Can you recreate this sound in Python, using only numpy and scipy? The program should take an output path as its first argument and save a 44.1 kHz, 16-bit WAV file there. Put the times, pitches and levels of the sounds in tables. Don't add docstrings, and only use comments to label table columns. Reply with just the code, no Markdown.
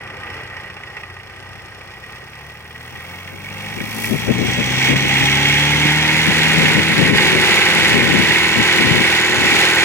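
import sys
import numpy as np
from scipy import signal
from scipy.fft import rfft, irfft
from scipy.io import wavfile
from scipy.ndimage import uniform_filter1d

SR = 44100
rng = np.random.default_rng(int(sys.argv[2]) if len(sys.argv) > 2 else 0)


def put_to_file(sound):
    columns = np.atleast_2d(sound).T
    safe = np.clip(columns, -1, 1)
    whole_steps = np.round(safe * 32767)
    wavfile.write(sys.argv[1], SR, whole_steps.astype(np.int16))


N = 433944
TIME = np.arange(N) / SR
FREQ = np.fft.rfftfreq(N, 1 / SR)

TOP_SPEED_HZ = 41.03
OVERSHOOT_S, OVERSHOOT_LENGTH_S = 7.58, 0.57


def gain_of(db):
    return 10 ** (np.asarray(db) / 20)


def evened(x):
    return x / np.sqrt(np.mean(x ** 2) + 1e-20)


def curve(rows):
    return np.interp(TIME, *np.transpose(rows))


def read(points):
    hz, value = np.transpose(points)
    return np.interp(np.log(FREQ + 1), np.log(hz + 1), value)


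def band(low_hz, high_hz):
    lower_edge = 1 + (low_hz / (FREQ + 1)) ** 16
    upper_edge = 1 + (FREQ / high_hz) ** 16
    return (lower_edge * upper_edge) ** -.5


def noise(gain):
    return evened(irfft(rfft(rng.standard_normal(N)) * gain, N))


def wander(rate_hz):
    knots = rng.standard_normal(4096)
    return evened(np.interp(TIME * rate_hz, np.arange(len(knots)), knots))


def step(x, middle, spread):
    return .5 + .5 * np.tanh((x - middle) / spread / 2)


def bell(s, length):
    return np.exp(-np.minimum(np.log(2) * (2 * (TIME - s) / length) ** 2, 50))


def pulsing(cycles, speed_hz, decay_s):
    since_jump_s = (cycles % 1) / speed_hz
    return evened(.12 + np.exp(-since_jump_s / decay_s))


def tone(turns, level_db, flutter_db, sway):
    level = np.sqrt(2) * gain_of(level_db + flutter_db * wander(9))
    return level * np.sin(2 * np.pi * (turns + rng.random()) + sway * wander(14))


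def strain():
    ends_s, release_s = 0.55, 0.43
    return 1 - step(TIME, ends_s, release_s)


def eased():
    start_s, ease_time_s = 7, 1.0
    return 1 - np.exp(-np.maximum(TIME - start_s, 0) / ease_time_s)


def loudness(law, speed, gusts):
    idle_db, rise_db, middle, spread, strain_db, overshoot_db, blade_db, sag_db = law
    blade_s, blade_rise_s = 9.17, 0.015
    load_db = strain_db * strain()
    load_db = load_db + overshoot_db * bell(OVERSHOOT_S, OVERSHOOT_LENGTH_S)
    load_db = load_db + blade_db * step(TIME, blade_s, blade_rise_s)
    return idle_db + rise_db * step(speed, middle, spread) + load_db - sag_db * np.sqrt(gusts / gusts.max())


def throb_depth():
    return 0.55 + 1.5 * bell(OVERSHOOT_S, OVERSHOOT_LENGTH_S)


def unsteadiness(waver_db=1.0):
    # start_s (middle of the dip), depth_db, length_s
    dips = [(4.949, 6, 0.012), (7.124, 8, 0.03)]
    dip_db = sum(db * bell(s, length) for s, db, length in dips)
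    return gain_of(waver_db * wander(8) - dip_db)


def repeating(turns, speed, count=700, size=32768):
    cycle = evened(irfft(np.r_[0, np.exp(2j * np.pi * rng.random(count))], size))
    rattle = np.interp(turns / 2 % 1 * size, np.arange(size), cycle)
    return rattle * np.sqrt(count * speed / SR)


def shaking(turns, speed):
    # pitch_hz, share (0 to 1)
    scatter_points = [(60, 0.16), (600, 0), (2000, 0.16), (4000, 0.24), (8000, 1), (15000, 0.6)]
    steady = np.interp(TIME, [0, 2, 6.5, 8, 9.3], [0.1, .1, 0.19, 0.59, 0.69]).clip(0, 1)
    locked = np.clip(band(20, 4860) * (1 - 0.43 * band(1750, 2470)), 0, 1)
    paths = []
    for _ in range(3):
        cyclic = np.sqrt(steady) * repeating(turns, speed) + np.sqrt(1 - steady) * rng.standard_normal(N)
        irregular = rfft(rng.standard_normal(N)) * np.sqrt(1 - locked ** 2)
        paths.append(rfft(cyclic) * locked + irregular)
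    scatter = read(scatter_points).clip(0, 1)
    return irfft(np.sqrt(1 - scatter) * paths[0] + np.sqrt(scatter) * np.array(paths[1:]), N)


def blows(turns, axis, decay_s, uneven_db, between):
    # crank_position_turns, knock_db, tick_db (relative levels)
    blow_rows = [(0.021, 5, 9.5), (0.131, 4, 12.5), (.32, -14, -15), (0.519, 2, 19), (.68, 2.5, -1),
                 (0.851, -0.5, -1), (1.0, 2.5, 14.5), (1.13, 2, 19.5), (1.32, -4, -14), (1.511, 4.5, 17),
                 (1.67, -1, -12), (1.86, -25, 7)]
    hits = np.zeros(N)
    for row in blow_rows:
        at = np.flatnonzero(np.diff(np.floor((turns - row[0]) / 2)))
        chance = rng.uniform(-1.2, 1.2, 256)[:len(at)]
        hits[at] += gain_of(row[axis] + uneven_db * chance) ** 2
    power = signal.lfilter([1], [1, -np.exp(-1 / (decay_s * SR))], hits)
    power /= uniform_filter1d(power, size=12000) + 1e-9
    return np.sqrt((power + between) / (1 + between))


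def engine_colours():
    # (per Hz, relative)
    idle_points = [(30, -19), (70, -2), (130, -6), (260, -7.5), (400, -1.5), (620, -8), (1000, -10.5),
                   (1650, -4.5), (2400, 2), (3200, -8), (4200, -15.5), (6500, -20), (10000, -27),
                   (15800, -39)]
    # (per Hz, relative)
    full_points = [(30, -46), (70, -18), (150, -24), (370, -11), (620, -18.5), (1150, -15.5), (1700, -6),
                   (2200, -1), (3200, -10), (4600, -14.5), (7300, -20), (10000, -28.5), (14000, -33.5),
                   (15800, -29)]
    # pitch_hz, width_hz, idle_lift_db, pulling_lift_db, full_speed_lift_db
    panels = [(522, 36, 5, 6, 8.5), (831, 233, 10, 15.5, 10.5), (1060, 61, 6.5, 8, -1),
              (1218, 85, 10.5, 1, -1.5), (1560, 140, 7.5, 4, 4.5), (1905, 193, 15, 10, 5),
              (2620, 540, 1, 4.5, 0), (3300, 180, 0.5, 9.5, 0.5), (3820, 440, -2.5, 4, 3.5),
              (5450, 680, 8, -3, -1), (5780, 620, -5.5, 10.5, -2.5), (7070, 770, -5.5, 3.5, 1),
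              (8400, 880, 0, 4, -2.5), (9940, 670, -4.5, -3, 5), (11600, 300, -4.5, -5, -0.5),
              (14500, 460, 2, 4, -7), (15300, 720, -2.5, 19, 1)]
    idle, full = read(idle_points), read(full_points)
    colours = []
    for k, base in enumerate([idle, (idle + full) / 2, full]):
        lift_db = sum(lifts[k] / (1 + (2 * (FREQ - hz) / width) ** 2) for hz, width, *lifts in panels)
        colours.append(gain_of(base + lift_db))
    return colours


def clatter(turns, speed, levels_db):
    drive = shaking(turns, speed)
    stage = np.interp(speed, [15.0, 27.0, 31.2, 41.6], [0, 0.63, 1, 2])
    shares = [np.clip(1 - abs(stage - k), 0, 1) for k in range(3)]
    casing, knock, ticks = gain_of(levels_db)
    throb = gain_of(throb_depth() * np.cos(np.pi * turns))
    hard = hard_bursts(turns, decay_s=0.0097)

    casing = casing * blows(turns, axis=1, decay_s=0.0049, uneven_db=5.0, between=5.6)
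    knock = knock * throb * blows(turns, axis=1, decay_s=0.004, uneven_db=5.0, between=1.0)
    tapping = ticks * gain_of(2.2) * blows(turns, axis=2, decay_s=.003, uneven_db=1, between=1.3)
    snapping = ticks * gain_of(0.5) * blows(turns, axis=2, decay_s=0.0025, uneven_db=4.0, between=1.0)
    parts = [(np.hypot(casing, gain_of(-17.0) * hard), band(18, 1475), band(630, 1470)),
             (np.hypot(knock, gain_of(-6) * hard), band(1780, 3300), band(1150, 3700)),
             (np.hypot(tapping, gain_of(-27) * hard), band(3340, 9020), band(3430, 12000)),
             (snapping, band(9750, 20000), band(3230, 12000))]
    struck = [(rfft(drive * envelope) * fills, measure) for envelope, fills, measure in parts]

    rattle = 0
    for colour, share in zip(engine_colours(), shares):
        mix = sum(part / np.sqrt(np.mean((colour * measure) ** 2)) for part, measure in struck)
        rattle = rattle + share * irfft(colour * mix, N)
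    return rattle + burst_ring(hard)


def ticking(turns, speed, offset=.235):
    # pitch_hz, width_hz, level_db (relative)
    tick_modes = [(8960, 460, 0.5), (11500, 350, -6), (14100, 530, -2), (15500, 350, -5)]
    loudest_db, middle_hz, spread_hz = -50, 26, 10.6
    per_turn = 3
    beat = pulsing(per_turn * (turns - offset), per_turn * speed, decay_s=0.0033)
    strikes = rfft(rng.standard_normal(N) * beat)
    modes = sum(gain_of(db) / (1 + 2j * (FREQ - hz) / width) for hz, width, db in tick_modes)
    level_db = loudest_db - 10 * ((speed - middle_hz) / spread_hz) ** 2
    return evened(irfft(strikes * modes * band(7100, 20000), N)) * gain_of(level_db)


def exhaust(turns, speed):
    # crank_order (waves per turn), idle_db, pulling_db, full_speed_db
    drone_rows = [(2, -63, -34.5, -42), (3, -70, -37.5, -47), (5, -60, -42.5, -37.5), (6, -46, -32.5, -74),
                  (7, -52.5, -40.5, -64), (8, -48.5, -30.5, -33), (9, -56, -52.5, -29.5),
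                  (10, -61.5, -54, -33), (11, -63, -35.5, -43), (12, -54, -55, -37.5), (24, -72, -38, -60)]
    # start_s, state (0 idle, 1 pulling up to speed, 2 running free at full speed)
    state_rows = [(0, 0), (2.9, 0.024), (4.5, 0.78), (5.6, 1.05), (6.7, 0.82), (7.15, 2.04), (8, 1.77),
                  (9.84, 1.82)]
    state = curve(state_rows)
    idling = np.clip(1 - state, 0, 1)
    load_db = 5 * strain() - 3 * idling
    running_flutter_db, idle_flutter_db = 1.5, 2.6
    flutter_db = running_flutter_db + (idle_flutter_db - running_flutter_db) * idling
    drone = 0
    for order, *levels in drone_rows:
        level_db = np.interp(state, np.arange(3), levels) + load_db
        drone = drone + tone(round(order) * turns, level_db, flutter_db, sway=0.084)

    boom_order, resonance_hz, width_hz = 4, 142.2, 25.5
    boom_db, db_per_octave, eased_db = -22.5, 12.5, -12.5
    hz = boom_order * speed
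    tuning_db = db_per_octave * np.log2(hz / resonance_hz)
    tuning_db = tuning_db - 10 * np.log10(1 + (2 * (hz - resonance_hz) / width_hz) ** 2)
    level_db = boom_db + tuning_db + eased_db * eased()
    return drone + tone(boom_order * turns, level_db, flutter_db=1.0, sway=0.081)


def gust_power():
    # start_s (middle of the gust), level_db, length_s
    gust_rows = [(2.95, -34, 0.04), (3.345, -34, 0.035), (3.799, -23.5, 0.046), (4.133, -10, 0.032),
                 (4.297, -6.5, 0.026), (4.412, -12.5, 0.074), (4.595, -14, 0.036), (4.92, -10, 0.052),
                 (5.05, -15.5, 0.051), (5.228, -17.5, 0.026), (6.295, -15.5, 0.064), (6.604, -15, 0.13),
                 (6.777, -10.5, 0.036), (7.06, -11, 0.14), (7.36, -11.5, 0.044), (8.057, -13.5, 0.29),
                 (8.588, -15.5, 0.057), (8.92, -12.5, 0.15), (9.42, -19, 0.15), (9.542, -18, 0.03)]
    return sum(gain_of(db) ** 2 * bell(s, length) for s, db, length in gust_rows)


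def wind(gusts, ceiling=0.9):
    # start_s, level_db
    breeze = [(0, -49), (1.1, -64), (1.35, -44), (2.5, -61), (3.5, -41), (4.3, -22), (5.6, -30), (7, -20.5),
              (9.84, -39)]
    # (per Hz, relative)
    buffet = [(15, -33), (30, -28), (50, -26.5), (80, -7), (170, -0.5), (250, -3), (350, -7), (500, -12),
              (700, -23.5), (1400, -37), (4000, -68)]
    power = gain_of(curve(breeze)) ** 2 + gusts
    push = np.sqrt(power) * evened(gain_of(2.2 * wander(70)))
    colour = gain_of(read(buffet))
    pressure = push * np.array([noise(colour), gain_of(-16) * noise(colour)])
    return ceiling * np.tanh(pressure / ceiling)


def hard_bursts(turns, decay_s, uneven_db=-2.0):
    # start_s (middle), length_s, crank_position_turns, level_db (before mixing)
    spells = [(0.82, 0.8, 0.53, -23.5), (2.6, 1.2, 0.15, -29.5)]
    # start_s, level_db (before mixing)
    bursts = [(0.9694, -28), (1.5549, -31), (2.9587, -33), (3.0041, -29), (3.276, -22), (3.8028, -19),
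              (4.043, -15.5), (4.9585, -11)]
    hits = np.zeros(N)
    for s, length, position, db in spells:
        at = np.flatnonzero(np.diff(np.floor(turns - position)))
        chance = rng.standard_normal(size=512)[:len(at)]
        hits[at] += bell(s, length)[at] * gain_of(db + uneven_db * chance)
    for s, db in bursts:
        hits[round(s * SR)] += gain_of(db)
    return signal.lfilter([1], [1, -np.exp(-1 / (decay_s * SR))], hits)


def burst_ring(hard, hz=1930, level_db=-8.5):
    return hard * gain_of(level_db) * np.sin(2 * np.pi * hz * TIME)


def puffs():
    # start_s (middle), level_db (height of the envelope), pitch_hz, length_s (middle to 37 % height)
    puff_rows = [(2.235, -27, 430, .0018), (5.8565, -3, 240, 0.0018)]
    pop = np.zeros(N)
    for s, db, hz, length in puff_rows:
        envelope = np.exp(-np.minimum(((TIME - s) / length) ** 2, 50))
        pop += gain_of(db) * envelope * np.sin(2 * np.pi * hz * (TIME - s))
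    return np.array([np.zeros(N), pop])


def ring(turns, speed, combustion_db, width_hz=75, droop_hz=110, offset=.22):
    # start_s, pitch_hz (middle of the droop)
    ring_rows = [(3.2, 2188), (3.86, 2287), (4.55, 2212), (6.01, 2166), (8.41, 2189), (9.84, 2330)]
    idle_db, full_db, db_per_octave, onset_hz, spread_hz = -42, -9, -14.5, 19.8, 1
    narrow = 1 / (1 + (FREQ / width_hz) ** 2)
    hum = noise(narrow) + 1j * noise(narrow)
    depth_db = throb_depth()
    hz = curve(ring_rows) - droop_hz * depth_db * ((turns / 2 + .5) % 1 - .5)
    running_db = full_db + db_per_octave * np.log2(speed / TOP_SPEED_HZ)
    share_db = idle_db + (running_db - idle_db) * step(speed, onset_hz, spread_hz)
    level_db = combustion_db + share_db + 2 * depth_db * np.cos(np.pi * turns)
    merged = np.clip((speed - 27) / 14, 0, 1)
    struck = merged + (1 - merged) * pulsing(2 * (turns - offset), 2 * speed, decay_s=0.0026)
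    note = (hum * np.exp(2j * np.pi * np.cumsum(hz) / SR)).real
    return note * struck * gain_of(level_db)


def buzz(turns, speed, combustion_db, offset=0.12):
    # speed_turns_per_s, spread_turns_per_s, pitch_hz, width_hz, level_db (against combustion)
    loose_panels = [(25, 4, 2680, 330, -6), (36.1, 2.5, 3230, 380, -6.5)]
    shaken = pulsing(2 * (turns - offset), 2 * speed, decay_s=0.007) * gain_of(combustion_db)
    answer = 0
    for middle, spread, hz, width, db in loose_panels:
        panel = noise(1 / (1 + (2 * (FREQ - hz) / width) ** 2))
        answer = answer + panel * gain_of(db) * np.exp(-((speed - middle) / spread) ** 2)
    return shaken * answer


def air_rush(turns, speed):
    idle_db, full_db, middle_hz, spread_hz = -85, -50, 24.2, 2.9
    surge_s, surge_db, fall_db_per_s = 4.05, -31.5, 65
    spit = pulsing(2 * turns, 2 * speed, decay_s=0.0087)
    steady = gain_of(idle_db + (full_db - idle_db) * step(speed, middle_hz, spread_hz))
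    surge = gain_of(surge_db - fall_db_per_s * abs(TIME - surge_s))
    hiss = np.array([noise(band(4100, 16000)) for _ in range(2)])
    return hiss * spit * np.hypot(steady, surge)


def whine(turns, speed):
    # pitch_hz, level_db
    whine_rows = [(802.1, -42.5), (985.1, -37), (1044, -38), (1109, -40), (1314, -41), (1437, -57),
                  (1480, -34.5), (1561, -34), (1825, -31.5), (1949, -30.5), (1992, -48), (2094, -52),
                  (2132, -32), (2256, -37.5), (2568, -32.5), (2649, -30.5), (2934, -35), (3036, -34),
                  (3451, -63), (3655, -41)]
    db_per_octave, loaded_db = 32, -3.5
    strength_db = db_per_octave * np.log2(speed / TOP_SPEED_HZ) + loaded_db * (1 - eased())
    return sum(tone(hz / TOP_SPEED_HZ * turns, db + strength_db, flutter_db=1.0, sway=0.27)
               for hz, db in whine_rows)


def hydraulics(turns, speed, hz=6900, width_hz=1100):
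    # start_s, level_db
    oil = [(0, -73), (7.6, -73), (8.6, -39), (9.05, -62), (9.2, -39.5), (9.84, -37)]
    flutter = pulsing(2 * turns, 2 * speed, decay_s=0.0027)
    hiss = noise(1 / (1 + (2 * (FREQ - hz) / width_hz) ** 4))
    return hiss * flutter * gain_of(curve(oil))


def reflections(count=14, spread_s=.006):
    taps = np.zeros(N)
    at = (rng.uniform(.08, 1, count) * spread_s * SR).astype(int)
    taps[at] = rng.choice([-1, 1], count) / np.sqrt(count)
    return 1 + gain_of(-10) * band(3020, 20000) * rfft(taps)


def ports(x):
    # pitch_hz, level_db (left minus right)
    balance = [(60, 3), (200, 2), (400, 0.5), (800, 1), (1200, 2), (1800, -1), (2400, -6), (3300, -2.5),
               (4200, 4.5), (5500, 7), (7500, 0), (10000, 8), (15000, 10)]
    # pitch_hz, lead_radians
    port_phase = [(0, -1.5), (950, 0.8), (1210, 0.6), (1980, 0.65), (3620, 3), (5080, 4), (7060, 6),
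                  (7840, 4.5), (8270, 8), (9040, 11.5), (10900, 9.5), (14100, 18), (15200, 17),
                  (16300, 18.6)]
    lean = gain_of(read(balance) / 2)
    left = lean * reflections()
    right = np.exp(-1j * read(port_phase)) / lean * reflections()
    return irfft(rfft(x) * np.array([left, right]), N)


def scene():
    # start_s, speed_turns_per_s
    shaft = [(0.0, 15.023), (1.02, 14.997), (1.42, 15.544), (1.9, 15.685), (2.62, 19.097), (3.29, 23.013),
             (3.88, 26.773), (5.01, 34.194), (5.24, 34.283), (6.28, 39.787), (6.77, 39.963), (7.01, 41.37),
             (7.48, 41.818), (7.96, 40.896), (9.14, 41.026), (9.84, 41.072)]
    # early_strain_lift_db, overshoot_lift_db,
    # blade_load_lift_db, gust_sag_db.
    casing_law = (-44, 19, 29.5, 3.5, 8.5, 1.5, 2, 3.5)
    combustion_law = (-42, 25.5, 29, 2.5, 10.5, 0.5, -0.3, 1.5)
    valve_law = (-52, 25.5, 27.5, 2.5, 1.5, 1, 1.5, 3.5)
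    speed, gusts = curve(shaft), gust_power()
    turns = np.cumsum(speed) / SR
    levels_db = [loudness(law, speed, gusts) for law in (casing_law, combustion_law, valve_law)]
    combustion_db = levels_db[1]
    metal = clatter(turns, speed, levels_db) + ticking(turns, speed)
    metal = metal + ring(turns, speed, combustion_db) + buzz(turns, speed, combustion_db)
    machine = (metal + air_rush(turns, speed)) * unsteadiness()
    machine = machine + exhaust(turns, speed) + whine(turns, speed) + hydraulics(turns, speed)
    return ports(machine) + wind(gusts) + puffs()


def record(dry):
    fade_in_s, edge_hz = 0.012, 15950
    fade = np.minimum(TIME / fade_in_s, 1) ** 2
    rounded = fade * dry / (1 + (dry / .95) ** 6) ** (1 / 6)
    low_pass = signal.firwin(511, edge_hz, window=("kaiser", 9), fs=SR)
    return signal.oaconvolve(rounded, low_pass[None], "same")


dry = scene()
out = record(dry)
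put_to_file(out)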